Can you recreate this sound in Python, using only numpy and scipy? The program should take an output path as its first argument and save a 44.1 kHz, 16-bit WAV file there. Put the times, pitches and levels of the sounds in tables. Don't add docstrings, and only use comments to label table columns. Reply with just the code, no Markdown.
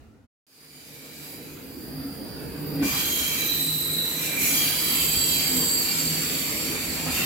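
import sys
import numpy as np
from scipy import signal
from scipy.fft import rfft, irfft, next_fast_len
from scipy.io import wavfile
from scipy.ndimage import uniform_filter1d, map_coordinates

SR = 44100
rng = np.random.default_rng(int(sys.argv[2]) if len(sys.argv) > 2 else 0)


def inscribe(sig):
    pcm = np.round(np.clip(np.atleast_2d(sig).T, -1, 1) * 32767)
    wavfile.write(sys.argv[1], SR, pcm.astype(np.int16))


N = 319725
TIME = np.arange(N) / SR

# onset t/s, rise/s, hold/s, decay/(dB/s), level/dB, initial f/Hz, limiting f/Hz, line width/Hz
SINGING_MODES = [ (0.459, .01, .18, 22, -46, 4850, 4720, 200), (1.05, .2, .03, 38, -51, 4800, 4745, 200),
                 (1.6, .5, .7, 36, -47.5, 4760, 4760, 200), (2.803, 0.088, .03, 70, -37, 4780, 4745, 200),
                 (2.82, 0.037, 0.034, 80, -36, 2368, 2340, 60),
                 (2.841, 0.51, 0.18, 10.5, -30.5, 12130, 12050, 120),
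                 (2.881, 0.31, .1, 55, -32, 3198, 3134, 60), (2.902, 0.12, 0.43, 24, -38.5, 4030, 3880, 75),
                 (3.167, 0.14, 0.11, 110, -35.5, 2350, 2330, 60),
                 (3.36, 0.13, 0.58, 38, -29.5, 3962, 3920, 74),
                 (4.15, 0.26, .07, 43, -31.5, 2370, 2345, 60),
                 (4.299, 0.062, .33, 80, -33.5, 12060, 12100, 120),
                 (4.481, .1, .03, 46, -33, 3240, 3140, 85), (4.78, 0.12, .45, 24, -35, 3220, 3137, 85),
                 (4.5, .1, .2, 20, -33.5, 4700, 4500, 75), (4.781, 0.17, .5, 11, -31, 12370, 12100, 114.8),
                 (4.821, 0.35, .55, 9.5, -29, 7755, 7470, 105),
                 (4.85, 0.31, .75, 17.5, -30.5, 4660, 4510, 70), (5.242, .08, .03, 90, -35, 3990, 3880, 65),
                 (5.75, .12, 1.3, 10, -39.5, 4560, 4495, 70)]


def long_squeals(glide_s=1.3, flare_db=1.33):
    out = np.zeros((2, N))
    for start, rise_s, hold_s, fade_db_per_s, db, initial_hz, limit_hz, width_hz in SINGING_MODES:
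        live = (TIME > start) & (TIME < start + 3)
        pitch_hz = limit_hz + (initial_hz - limit_hz) * np.exp((start - TIME[live]) / glide_s)
        gain = swell(start, rise_s, hold_s, fade_db_per_s) * amp(db + flare_db * wobble(9))
        out[:, live] += gain[live] * squeal(pitch_hz, width_hz, live)
    return out


def squeal(pitch_hz, width_hz, live, wander=0.00221, direct_share=.2):
    phase = 2 * np.pi * np.cumsum(pitch_hz * (1 + wander * wobble(18)[live])) / SR
    path_phase = 1.22 * np.array([wobble(5)[live], wobble(5)[live]])
    direct = unit(np.sin(phase + path_phase))
    scattered = ringing(pitch_hz, width_hz, skirt=6.55)
    return np.sqrt(direct_share) * direct + np.sqrt(1 - direct_share) * scattered


# onset t/s, end t/s, centre f/Hz, line width/Hz, relative level/dB
WEAK_MODES = [ (.4, .9, 9650, 300, -52), (.47, 1.6, 2330, 160, -55.5), (.55, 1.6, 3950, 90, -58.5),
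              (1.5, 2.901, 14600, 2600, -53), (1.5, 2.6, 12900, 900, -59), (1.7, 2.85, 14560, 70, -57),
              (1.75, 2.85, 9520, 350, -56), (1.85, 2.8, 10930, 60, -62), (2.6, 2.802, 14510, 15, -46),
              (2.82, 3.1, 14920, 90, -41), (2.83, 3.5, 6590, 180, -40), (2.83, 3.55, 9800, 80, -44.5),
              (2.83, 3.152, 11450, 90, -40), (2.83, 3.25, 14090, 70, -43), (3.48, 4.15, 8120, 12, -41),
              (3.5, 4.301, 7850, 600, -41.5), (3.499, 4.201, 11980, 550, -36.5),
              (4.39, 4.65, 6722, 40, -37.5), (4.389, 4.65, 5805, 120, -40.5), (4.39, 4.7, 10460, 70, -38.5),
              (4.389, 5.25, 10970, 130, -39), (4.39, 4.68, 11575, 50, -38), (4.39, 4.72, 14270, 60, -38),
              (4.39, 4.68, 15080, 120, -40), (4.449, 5.6, 4000, 70, -40.5), (4.76, 5.2, 14143, 40, -36),
              (5.4, 5.95, 14940, 130, -42), (5.7, 7.4, 2300, 320, -43.5), (7.099, 7.35, 3640, 70, -43.5),
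              (7.1, 7.3, 13570, 47, -43), (7.12, 7.35, 2695, 50, -36)]


def brief_squeals(sag_per_s=0.00393):
    out = np.zeros((2, N))
    for start, end, hz, width_hz, db in WEAK_MODES:
        live = (TIME > start) & (TIME < end)
        t = TIME[live]
        arch = np.abs(np.sin(np.pi * (t - start) / (end - start))) ** 0.33
        pitch_hz = hz * (1 - sag_per_s * (t - (start + end) / 2))
        out[:, live] += amp(db + 2.5) * arch * ringing(pitch_hz, width_hz, skirt=2.0)
    return out


# f/Hz, right level over left/dB
SQUEAL_BALANCE = [(2300, 0), (3200, 0), (4000, 3), (7500, 3), (12000, 4)]


def wheel_squeals():
    squeals = long_squeals() + brief_squeals()
    return filtered(squeals, lambda hz: amp(along(SQUEAL_BALANCE, hz) * np.array([[-.5], [.5]])))


# f/Hz, relative spectral level/dB
GRIND_SPECTRUM = [(900, -24), (1800, -2), (2450, 4), (3400, -0.5), (4700, 3), (5400, -1.5), (5850, 1.5),
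                  (6200, -2), (7000, 3.5), (7800, 3), (8700, -2.5), (10500, -9.5), (13000, -29),
                  (16000, -38)]
HISS_SPECTRUM = [(2000, -25), (5000, -43), (6200, -19), (7200, -13), (8600, -10.5), (9600, 0), (10500, -2),
                 (11800, 3.5), (13000, 3), (14000, -1), (15200, -0.5), (16000, -4)]


def flanges():
    grind_gain, hiss_gain = flange_gains()
    contact_db = 0.74 * wobble(25)
    grind = grind_gain * amp(5 + contact_db) * noise(GRIND_SPECTRUM, patchy_db=3.0)
    ring = grind_gain * amp(-4.5) * steel_ring(GRIND_SPECTRUM)
    hiss = hiss_gain * amp(6.0 + contact_db) * noise(HISS_SPECTRUM, patchy_db=2.5)
    return (grind + ring + hiss) * amp([[-.9], [.9]])


# t/s, relative level/dB of grind and of hiss
FLANGE_BRUSHING = [(.47, -49, -49.5), (1.15, -53, -51), (1.33, -53, -48.5), (1.47, -55.5, -54),
                   (2, -63.5, -54.5), (2.35, -62, -58.5), (2.8, -59, -48.5)]
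# onset t/s, rise/s, hold/s, decay/(dB/s), relative level/dB of grind and of hiss
FLANGE_BITES = [(2.82, 0.047, 0.41, 11, -37, -37.5), (4.037, 0.22, .05, 26, -38, -40),
                (4.38, 0.037, 0.093, 40, -34, -33.5), (4.4, .3, 0.29, 3, -35, -34),
                (5.75, 0.13, 0.7, 6, -42.5, -48), (7.1, .06, .2, 5, -36, -38)]


def flange_gains():
    power = amp(curves(FLANGE_BRUSHING)) ** 2
    for start, rise_s, hold_s, fade_db_per_s, grind_db, hiss_db in FLANGE_BITES:
        power += (amp([[grind_db], [hiss_db]]) * swell(start, rise_s, hold_s, fade_db_per_s)) ** 2
    return np.sqrt(power)


def steel_ring(spectrum, life_s=.45, count=420):
    out = np.zeros((2, N + 2 * SR))
    t = np.arange(SR // 2) / SR
    envelope = (t / life_s) * np.exp(-6 * t / life_s) * (1 - t / t[-1])
    for when, height, strength, left, right in rng.random((count, 5)):
        hz = 2100 * 7 ** height
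        phase = 2 * np.pi * (hz * t * (1 - 0.0023 * t) + np.array([[left], [right]]))
        gain = amp(along(spectrum, hz) + 7.8 * strength)
        onset = int(when * N)
        out[:, onset:onset + len(t)] += gain * envelope * np.sin(phase)
    return unit(out[:, :N])


# f/Hz, relative spectral level/dB
SHAKE_SPECTRUM = [(12, -33), (25, -26), (45, -9.5), (70, -1.5), (105, -5), (170, -24), (400, -60)]
RUMBLE_SPECTRUM = [(60, -29), (120, -9.5), (160, -6), (205, -5), (268, -2), (310, -2), (385, -9), (465, -6),
                   (560, -15), (900, -24.5), (2500, -77)]
ROAR_SPECTRUM = [(250, -24), (560, -3.5), (800, -4), (1200, -2.5), (1700, -2.5), (2400, -5), (3300, -9),
                 (4500, -9.5), (6000, -65), (12000, -50)]


def running_gear():
    shake_gain, rumble_gain, roar_gain = rolling_gains()
    shake = shake_gain * amp(1.9 * wobble(16)) * noise(SHAKE_SPECTRUM, patchy_db=.5)
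    rumble = rumble_gain * amp(-2.0 + 0.71 * wobble(14)) * noise(RUMBLE_SPECTRUM, patchy_db=1.9)
    roar = roar_gain * amp(2.0 + 0.91 * wobble(22)) * noise(ROAR_SPECTRUM, patchy_db=2.5)
    panned = shake * amp([[-1.5], [1.5]]) + rumble * amp([[-.6], [.6]]) + roar * amp([[-.3], [.3]])
    return panned + bogie_drones(rumble_gain)


# t/s, relative level/dB of shake, rumble and roar
ROLLING_LEVELS = [(.47, -62, -46.5, -52), (1.2, -58, -43.5, -54), (1.75, -57, -41, -54.5),
                  (2.05, -49.5, -38.5, -51.5), (2.72, -47, -33.5, -48.5), (2.95, -47, -35.5, -40),
                  (3.15, -48.5, -36.5, -41.5), (3.7, -50, -38.5, -48.5), (4.2, -50.5, -37, -43.5),
                  (4.6, -50, -35, -39), (5.15, -45.5, -36.5, -43.5), (5.7, -48, -35.5, -42),
                  (6.3, -48, -36.5, -42.5), (6.65, -46, -34.5, -43), (7.25, -46.5, -34, -39.5)]
# t/s, relative level/dB of shake, rumble and roar
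RAIL_JOINTS = [(2.83, -46, -29, -37.5), (5.57, -52, -27, -43), (6.31, -52, -33.5, -43),
               (7.07, -40, -28.5, -37)]


def rolling_gains(rise_s=.018, decay_s=.06):
    power = amp(curves(ROLLING_LEVELS)) ** 2
    for when, *levels_db in RAIL_JOINTS:
        surge = np.exp(-np.maximum((when - TIME) / rise_s, (TIME - when) / decay_s))
        power += (amp(levels_db)[:, None] * surge) ** 2
    return np.sqrt(power)


# t/s, half length/s, level/dB of the low and of the upper mode
FRAME_BOOMS = [(1.922, 0.059, -42.5, -45), (2.033, 0.065, -44, -35.5), (2.598, .06, -47, -41),
               (2.76, 0.065, -33.5, -36), (2.829, 0.037, -38, -26), (3.803, 0.14, -41.5, -55),
               (4.56, 0.073, -50, -37.5), (5.574, .05, -42, -35.5), (6.12, 0.13, -39, -55),
               (6.299, .06, -45, -38)]
# t/s, f/Hz
UPPER_MODE_PITCH = [(1.8, 268.2), (2.3, 268), (2.8, 286.1), (3.05, 272), (4.55, 277), (5.6, 258.9),
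                    (7.25, 250.2)]


def bogie_drones(rumble_gain, low_db=-9.5, upper_db=-10):
    power = (amp([[low_db], [upper_db]]) * rumble_gain) ** 2
    for when, half_s, *levels_db in FRAME_BOOMS:
        power += amp(levels_db)[:, None] ** 2 * np.exp(-((TIME - when) / half_s) ** 2)
    low_gain, upper_gain = np.sqrt(power)
    low_hz = 144.8 + 2.5 * TIME
    low = low_gain * drone(low_hz, width_hz=11.7, wander_hz=2.504)
    upper = upper_gain * drone(curves(UPPER_MODE_PITCH)[0], width_hz=21, wander_hz=5.995)
    return low * amp([[-1.8], [1.8]]) + upper


def drone(pitch_hz, width_hz, wander_hz, tone_db=-0.5):
    tone = np.sin(2 * np.pi * np.cumsum(pitch_hz + wander_hz * wobble(8)) / SR)
    return unit(amp(tone_db) * unit(tone) + ringing(pitch_hz, width_hz)[0])


# f/Hz, relative spectral level/dB
FIRST_SCENE_SPECTRUM = [(15, -58), (25, -28), (45, -25), (73, -7.5), (125, -18), (181, -24), (237, -11), (344, -24),
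                        (415, -22), (729, -31.5), (15000, -55)]


def first_scene_rumble(initial_db=-47.5, fade_db_per_s=36, end_s=.27):
    closing = np.clip((end_s - TIME) / 0.024, 0, 1)
    return amp(initial_db - fade_db_per_s * TIME) * noise(FIRST_SCENE_SPECTRUM, patchy_db=2) * closing


# f/Hz, correlation coefficient
EAR_CORRELATION = [(30, 0.72), (120, 0.79), (280, 0.71), (600, 0.61), (1200, 0.25), (3000, 0.09),
                   (12000, 0.072)]


def noise(spectrum, patchy_db):
    def mid_side_response(hz):
        angle = np.arccos(np.clip(along(EAR_CORRELATION, hz), -1, 1)) / 2
        return amp(along(spectrum, hz)) * [np.cos(angle), np.sin(angle)]

    white = signal.stft(rng.standard_normal((2, N)), nperseg=1024)[2]
    patches = uniform_filter1d(rng.standard_normal(white.shape[1:]), size=4, axis=0)
    patches = uniform_filter1d(patches, size=14, axis=1)
    pair = signal.istft(white * amp(patchy_db * unit(patches)), nperseg=1024)[1][:, :N]
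    mid, side = filtered(pair, mid_side_response)
    return unit(np.array([mid + side, mid - side]))


def ringing(pitch_hz, width_hz, skirt=6):
    count = len(pitch_hz)
    size = next_fast_len(count + 4096)
    detune = 2 * np.fft.fftfreq(size, 1 / SR) / width_hz
    drive = rng.standard_normal((2, size)) + 1j * rng.standard_normal((2, size))
    flutter = np.fft.ifft(drive / (1 + 1j * detune) / (1 + 1j * detune / skirt))[:, :count]
    carrier = np.exp(2j * np.pi * np.cumsum(pitch_hz) / SR)
    return unit(np.real(flutter * carrier))


def swell(start, rise_s, hold_s, fade_db_per_s):
    t = TIME - start
    return np.clip(t / rise_s, 0, 1) ** 0.6 * amp(-fade_db_per_s * np.maximum(t - rise_s - hold_s, 0))


def wobble(rate):
    coarse = TIME[::32]
    knots = rng.standard_normal(int(N * rate / SR) + 4)
    return np.interp(TIME, coarse, map_coordinates(knots, [coarse * rate]))


def filtered(x, response):
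    size = next_fast_len(N + 8192)
    return irfft(rfft(x, size) * response(np.fft.rfftfreq(size, 1 / SR)), size)[..., :N]


def along(points, hz):
    point_hz, values = np.transpose(points)
    return np.interp(np.log(hz + 1), np.log(point_hz + 1), values)


def curves(rows):
    times, *columns = np.transpose(rows)
    return [np.interp(TIME, times, column) for column in columns]


def amp(db):
    return 10 ** (np.asarray(db) / 20)


def unit(x):
    return x / np.sqrt(np.mean(x ** 2) + 1e-20)


def scene(train_start_s=.467):
    first_scene = first_scene_rumble()
    train = wheel_squeals() + running_gear() + flanges()
    fade_in = np.minimum(0.064 + (TIME - train_start_s) / 0.83, 1) * (TIME > train_start_s)
    return train * fade_in + first_scene


def record(dry, cutoff_hz=15900):
    return filtered(dry, lambda hz: 1 / (1 + np.exp(np.clip((hz - cutoff_hz) / 25, -50, 50))))


dry = scene()
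out = record(dry)
inscribe(out)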